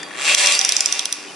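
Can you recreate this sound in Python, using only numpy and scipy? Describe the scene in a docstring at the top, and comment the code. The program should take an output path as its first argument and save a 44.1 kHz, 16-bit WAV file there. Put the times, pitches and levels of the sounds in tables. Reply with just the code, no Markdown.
"""In a workshop, a bench strap-cutting machine is run up for a moment, then slows as leather is fed through.
The motor hums underneath, loose parts knock, and friction makes single resonances sing.
Gear-tooth contacts drive the metal frame into forced vibration, heard as a rattle.
The mechanism gives sharp snaps, impacts on heavily damped modes, that come further apart as it slows;
the loudest overload the microphone."""
import sys
import numpy as np
from scipy import signal
from scipy.fft import rfft, irfft
from scipy.io import wavfile
from scipy.ndimage import uniform_filter1d

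SR = 44100
rng = np.random.default_rng(int(sys.argv[2]) if len(sys.argv) > 2 else 0)


def generate_wav(sig):
    """Save sig (samples, or channels by samples) to the path in sys.argv[1] as 16-bit PCM at SR."""
    pcm = np.round(np.clip(np.atleast_2d(sig).T, -1, 1) * 32767).astype(np.int16)
    wavfile.write(sys.argv[1], SR, pcm)


N = 59535
TIME, FREQS = np.arange(N) / SR, np.maximum(np.arange(N // 2 + 1) * SR / N, 1)


def from_db(db):
    """Amplitude ratio of a level in decibels."""
    return 10 ** (np.asarray(db) / 20)


def unit_rms(x):
    """Normalisation to unit mean power."""
    return x / np.sqrt(np.mean(x ** 2) + 1e-20)


def spectrum(rows, column=1):
    """Interpolation of a table column over logarithmic frequency."""
    rows = np.array(rows)
    return np.interp(np.log(FREQS), np.log(rows[:, 0]), rows[:, column])


def colour(x, gain):
    """Linear filtering: the spectrum is multiplied by a gain."""
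    return irfft(rfft(x) * gain, N)


def ring(force, hz, t60):
    """Damped resonator: a unit impulse starts a decaying sinusoid of amplitude 1."""
    r, w = from_db(-60 / (t60 * SR)), 2 * np.pi * hz / SR
    return signal.lfilter([.5, 0, -.5], [1, -2 * r * np.cos(w), r * r], force + 1e-18)


def drift(hz):
    """Low-pass noise: a slow fluctuation of unit rms."""
    return unit_rms(colour(rng.standard_normal(N), 1 / (1 + (FREQS / hz) ** 2)))


# Sound field at the two channels: f/Hz, correlation, left minus right level/dB
STEREO_FIELD = [(100, 0, 2.5), (400, 0.54, 1.5), (1010, 0.67, 3), (2400, 0.8, 2.5), (3980, 0.73, 0.5),
                (6000, 0.32, -3), (7960, 0.012, -1.5), (11000, 0, 0)]


def spread(pair):
    """Partial coherence: two independent signals mix into left and right, most alike in the midrange."""
    correlation, pan_db = np.clip(spectrum(STEREO_FIELD), -.98, .98), spectrum(STEREO_FIELD, 2)
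    mid, side = colour(pair[0], np.sqrt(1 + correlation)), colour(pair[1], np.sqrt(1 - correlation))
    return np.array([colour(mid + side, from_db(pan_db / 2)), colour(mid - side, from_db(-pan_db / 2))])


# Room noise: f/Hz, relative spectral density/dB
ROOM_NOISE = [(25, -44), (70, -23), (125, -15), (170, -6), (320, 1.5), (600, -4.5), (2000, -21),
              (10000, -15)]
# Motor partials: f/Hz, level/dB
HUM_PARTIALS = [(160, -63.5), (199, -65), (297, -54.5), (398, -55.5), (781, -63), (1130, -61)]
# Gain on both: t/s, gain/dB
BACKGROUND_GAIN = [(0, 4), (.4, -2), (1.15, -3.5), (1.33, 3)]


def motor_and_room_noise():
    """Random amplitude and phase modulation makes the motor's partials waver over dull room noise."""
    hum = 0
    for hz, db in HUM_PARTIALS:
        amplitude = from_db(db) * np.sqrt(2) * (1 + .71 * drift(hz=16))
        hum += amplitude * np.sin(2 * np.pi * hz * TIME + .52 * drift(hz=23))
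    air = spread(colour(rng.standard_normal((2, N)), from_db(spectrum(ROOM_NOISE))))
    gain = from_db(np.interp(TIME, *np.transpose(BACKGROUND_GAIN)))
    return gain * (hum + from_db(-44) * unit_rms(air))


# Modes of thin steel parts: f/Hz, initial level/dB
STEEL_MODES = [(3321, -41.5), (3555, -41.5), (4670, -48)]


def steel(decay_t60_s=.69):
    """Exponential decay: thin parts, already ringing, fade unevenly as narrow bands of noise."""
    out = 0
    for hz, db in STEEL_MODES:
        band = ring(rng.standard_normal((2, N + SR)), hz, t60=.2)[:, SR:]  # steady after 1 s
        out += from_db(db - 60 * TIME / decay_t60_s) * spread(unit_rms(band))
    return out / np.sqrt(2)


# Taps of loose parts: t/s, relative level/dB, spectral tilt/(dB per octave)
KNOCKS = [(.002, -33, -4), (.0305, -25.5, 0.5), (.111, -35, -3.5), (0.131, -41, -5), (0.15, -33.5, -2.5)]
# Modes they excite: f/Hz, T60/s, gain/dB
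KNOCK_MODES = [(1520, 0.042, -7), (1810, 0.024, 6), (2150, .015, -1), (2870, 0.014, -4), (3305, .2, -10),
               (3450, 0.15, -17), (4650, 0.21, -12), (5030, 0.02, 0.5), (5850, 0.011, -1),
               (7110, 0.014, -1.5), (9100, .01, -4.5)]


def knocks(contact_s=.002, pivot_hz=2000):
    """Impact excitation: loose parts tap the frame, and harder taps favour the higher modes."""
    out = 0
    for hz, t60, mode_db in KNOCK_MODES:
        envelope = 0
        for t, db, tilt_db in KNOCKS:
            strength = from_db(db + tilt_db * np.log2(hz / pivot_hz))
            envelope += strength * (TIME >= t) * np.exp(-abs(TIME - t) / contact_s)
        force = envelope * rng.standard_normal((2, N)) / np.sqrt(contact_s * SR)
        out += from_db(mode_db) * ring(force, hz, t60)
    return spread(out)


# Rubbed resonances: centre t/s, half-duration/s, f/Hz, T60/s, level/dB
FRICTION_TONES = [(0.294, .065, 2620, .05, -19), (0.305, .06, 2760, .08, -27),
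                  (0.312, 0.046, 3320, 0.036, -25), (.26, 0.14, 7540, .02, -31),
                  (0.446, 0.07, 550, 0.48, -40.5), (0.43, 0.088, 1000, .1, -35),
                  (.556, .04, 4670, 0.51, -21), (1.3, .04, 3000, .5, -42), (0.623, .08, 781, 0.43, -39)]


def singing():
    """Frictional excitation: a rubbed resonance swells into a wavering tone and fades."""
    out = 0
    for t, half_s, hz, t60, db in FRICTION_TONES:
        analytic = signal.hilbert(unit_rms(ring(rng.standard_normal(N), hz, t60)))
        tone = analytic.real / np.sqrt(1 + abs(analytic) ** 2)  # limits the amplitude
        swell = np.cos(np.pi / 2 * np.clip((TIME - t) / half_s, -1, 1)) ** 3
        out += from_db(db) * swell * tone / np.sqrt(np.average(tone ** 2, weights=swell ** 2))
    return spread([out, 0 * out]) / np.sqrt(2)


# Rate of tooth contacts: t/s, f/Hz
MESH_RATE = [(0, 69.8), (.16, 112), (.23, 143), (.28, 168), (.45, 224), (.7, 190), (1.0, 123), (1.35, 78)]
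# Rubbing between contacts: t/s, force relative to a contact
RUBBING = [(0, 1.0), (.165, .17), (.235, .22), (.29, .7), (.4, 1.0), (1.35, 1.0)]


def tooth_force(jitter=.015, scatter_db=1.3, decay_s=.0024):
    """Gear meshing: the force envelope is one decaying pulse per tooth on top of continuous rubbing."""
    rate = np.interp(TIME, *np.transpose(MESH_RATE))
    teeth = np.cumsum(rate * np.clip(1 + jitter * drift(hz=60), .1, 2)) / SR
    strength = from_db(scatter_db * rng.standard_normal(N))[teeth.astype(int)]
    age = (teeth % 1) / rate
    return np.interp(TIME, *np.transpose(RUBBING)) + strength * np.exp(-age / decay_s)


# Broadband response of the frame: f/Hz, relative spectral density/dB (driven, coasting)
FRAME_SPECTRUM = [(100, -19, -40), (270, -15.5, -8.5), (466, -8, -4.5), (970, -7.5, -3), (1596, -6.5, -5.5),
                  (1950, 2.5, 0), (2740, 3.5, 0.5), (2980, -4, -2.5), (3240, 2.5, -1.5), (4400, -3.5, -4.5),
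                  (5550, -5.5, -0.5), (6160, -1.5, -2), (6700, -6, -7), (7500, -7.5, -12.5),
                  (8960, -4.5, -7), (11200, -12.5, -11.5)]
# Its modes: f/Hz, T60/s, level/dB re the broadband part (driven, coasting)
FRAME_MODES = [(594.2, 0.45, -21.5, -25.5), (776.2, 0.24, -25, -20.5), (1130.4, .12, -17.5, -18),
               (1437, 0.071, -24, -18), (1710, 0.21, -16, -20.5), (2389, 0.13, -11.5, -15.5),
               (2448, 0.36, -11.5, -12), (2620, 0.12, -15.5, -16.5), (2745, 0.064, -7, -11.5),
               (3290, 0.024, -13, -23), (3616, .06, -18, -14.5), (4140, 0.029, -13.5, -35),
               (4672, 0.3, -17.5, -16), (4930, 0.02, -17, -11.5), (5430, 0.088, -18, -13),
               (5890, 0.06, -16.5, -14), (7545, 0.021, -10, -13.5)]


def frame_vibration(force, release_s=.56, crossfade_s=.11, low_cut_hz=154):
    """Forced vibration: tooth contacts shake the frame, whose spectrum shifts as the drive lets go."""
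    slowing = np.clip((TIME - release_s) / crossfade_s + .5, 0, 1)
    grit = force * rng.standard_normal((2, N))
    low_cut = 1 / (1 + (low_cut_hz / FREQS) ** 4)
    driven = unit_rms(colour(grit, from_db(spectrum(FRAME_SPECTRUM, 1)) * low_cut))
    coasting = unit_rms(colour(grit, from_db(spectrum(FRAME_SPECTRUM, 2)) * low_cut))
    body = driven * (1 - slowing) + coasting * slowing
    for hz, t60, driven_db, coasting_db in FRAME_MODES:
        mode = np.sqrt(force) * ring(force * rng.standard_normal((2, N)), hz, t60)
        body += unit_rms(mode) * from_db(driven_db + (coasting_db - driven_db) * slowing)
    return spread(body)


# Envelope of the rattle: t/s, level/dB before the band trims (bass, middle, treble)
RATTLE_ENVELOPE = [(0, -41, -39.5, -45.5), (0.08, -39, -44.5, -46.5), (0.14, -39, -39.5, -44),
                   (0.2, -32.5, -28.5, -29.5), (0.249, -31, -24, -22), (0.285, -27, -16, -18),
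                   (0.34, -27, -18, -18.5), (0.4, -29, -19.5, -15), (0.48, -26.5, -16.5, -17.5),
                   (0.54, -30.5, -19.5, -17), (0.589, -35, -25.5, -24), (0.71, -37, -25.5, -24),
                   (0.83, -37.5, -30, -27), (0.98, -37.5, -28.5, -26.5), (1.07, -40.5, -34.9, -35.5),
                   (1.16, -42.5, -37, -33.5), (1.25, -43, -39.2, -39), (1.35, -43, -43.5, -41.0)]


def gear_rattle(crossovers_hz=(1788, 4030), trims_db=(0, -1.5, -1)):
    """Band envelopes: the frame's power rises with the run-up and falls as the gears slow."""
    body = frame_vibration(tooth_force())
    bass, below_treble = (1 / (1 + (FREQS / hz) ** 10) for hz in crossovers_hz)
    times, *levels = np.transpose(RATTLE_ENVELOPE)
    out = 0
    for gain, db, trim_db in zip((bass, below_treble - bass, 1 - below_treble), levels, trims_db):
        band = colour(body, gain)
        running_rms = np.sqrt(uniform_filter1d(np.mean(band ** 2, axis=0), size=2200))
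        out += band / running_rms * from_db(np.interp(TIME, times, db) + trim_db)
    return out


# Modes of the snapping mechanism: f/Hz, T60/s, gain/dB (left, right)
SNAP_MODES = [(3330, 0.0099, -14.5, -13), (4060, 0.0059, -13.5, -10), (5050, 0.0075, -8.5, -5),
              (5892, 0.0078, -4.5, 0.5), (6304, 0.0057, -6, -6), (7280, 0.0055, -9.5, -10.5),
              (9010, 0.0054, -14, -9), (10520, 0.0049, -12.5, -8.5)]


def snap_ring(force, low_db, main_db):
    """Modal superposition: heavily damped modes of alternating sign ring for a few milliseconds."""
    tints_db = [low_db] * 2 + [main_db] * 4 + [0] * 2
    out = 0
    for k, (hz, t60, left_db, right_db) in enumerate(SNAP_MODES):
        gain = from_db(np.array([[left_db], [right_db]]) + tints_db[k])
        out += (-1) ** k * gain * ring(force, hz, t60)
    return out


# Snaps: t/s, relative level/dB, low-mode gain/dB, main-mode gain/dB, scrape gain/dB
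SNAPS = [(0.3476, 4, 5, -2, -15), (0.4595, -7.5, 3, 4, -14), (.4710, -3.5, 5, 3, -14),
         (0.4741, -11.5, -8, 7, -18), (0.522, -6.5, 12, 7.5, -10), (0.5516, -11.5, 0, -12, -3),
         (0.5913, -1, 2, 10, -12), (.6133, -6.5, 15, 7, -4), (0.6491, -1.5, 1.5, 5, -12),
         (0.6915, -1.5, 6, 2.5, -9), (0.7221, -4, 4, -2, -14), (0.7662, -0.5, -9, 10.5, -17),
         (0.8065, -0.5, -1, 7, -17), (0.8592, -0.5, 7, 15, -12), (0.9251, -4.5, 3, -0.5, -9),
         (0.9934, -6.5, 9, 1.5, -5), (1.0558, -9.5, 7.5, -2.5, -2), (1.1262, -7.5, -2, -6, -7)]


def snaps(grit_s=.0011, crack_s=.0013, scrape_s=.0017, gain_db=-2.5, low_cut_hz=950):
    """Impulsive excitation: a brief scrape leads into a hard, gritty strike with a broadband crack."""
    out = np.zeros((2, N))
    lead_s = .004
    age = np.arange(1500) / SR - lead_s
    for t, db, low_db, main_db, scrape_db in SNAPS:
        grit, friction = rng.standard_normal((2, 2, len(age)))
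        force = .15 * grit * (age > 0) * np.exp(-abs(age) / grit_s)
        force[:, np.argmin(abs(age))] += 1  # the strike itself
        hit = snap_ring(force, low_db, main_db)
        hit /= np.sqrt(np.mean(hit[:, (age > 0) & (age < .002)] ** 2))
        crack = grit[::-1] * np.maximum(age, 0) / crack_s * np.exp(1 - abs(age) / crack_s)
        scrape = np.diff(friction, prepend=0) * np.exp(-abs(age) / scrape_s)
        snap = hit + from_db(scrape_db) * scrape + from_db(-12.5) * crack
        start = int((t - lead_s) * SR)
        out[:, start:start + len(age)] += from_db(db + gain_db) * snap
    return colour(out, 1 / (1 + (low_cut_hz / FREQS) ** 2))


def reverberation(x, t60=.15):
    """Diffuse reflection: convolution with a decaying noise tail, different in each ear."""
    tail = rng.standard_normal((2, N)) * from_db(-60 * TIME / t60) * (TIME > .003)
    return signal.fftconvolve(x, tail / np.sqrt(np.sum(tail ** 2) / 2), axes=1)[:, :N]


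def dip(start_s=.351, depth_db=-8.5, hold_s=.013, recover_s=.018):
    """Attenuation: the level dips briefly after the first snap."""
    shape = np.interp(TIME - start_s, [-.001, 0, hold_s, hold_s + recover_s], [0, 1, 1, 0])
    return from_db(depth_db * shape)


def scene():
    """Superposition: all sources add and share the dip; only the snaps reverberate."""
    hits = snaps()
    machine = gear_rattle() + singing() + steel() + knocks() + motor_and_room_noise()
    return dip() * (machine + hits + from_db(-13.5) * reverberation(hits))


def record(dry, overload=.8, stopband_hz=11700):
    """Saturation: the microphone rounds off the peaks, then a steep low-pass cuts the top."""
    clipped = dry / (1 + (dry / overload) ** 6) ** (1 / 6)
    return signal.sosfiltfilt(signal.cheby2(14, 42, stopband_hz, fs=SR, output="sos"), clipped)


dry = scene()
out = record(dry)
generate_wav(out)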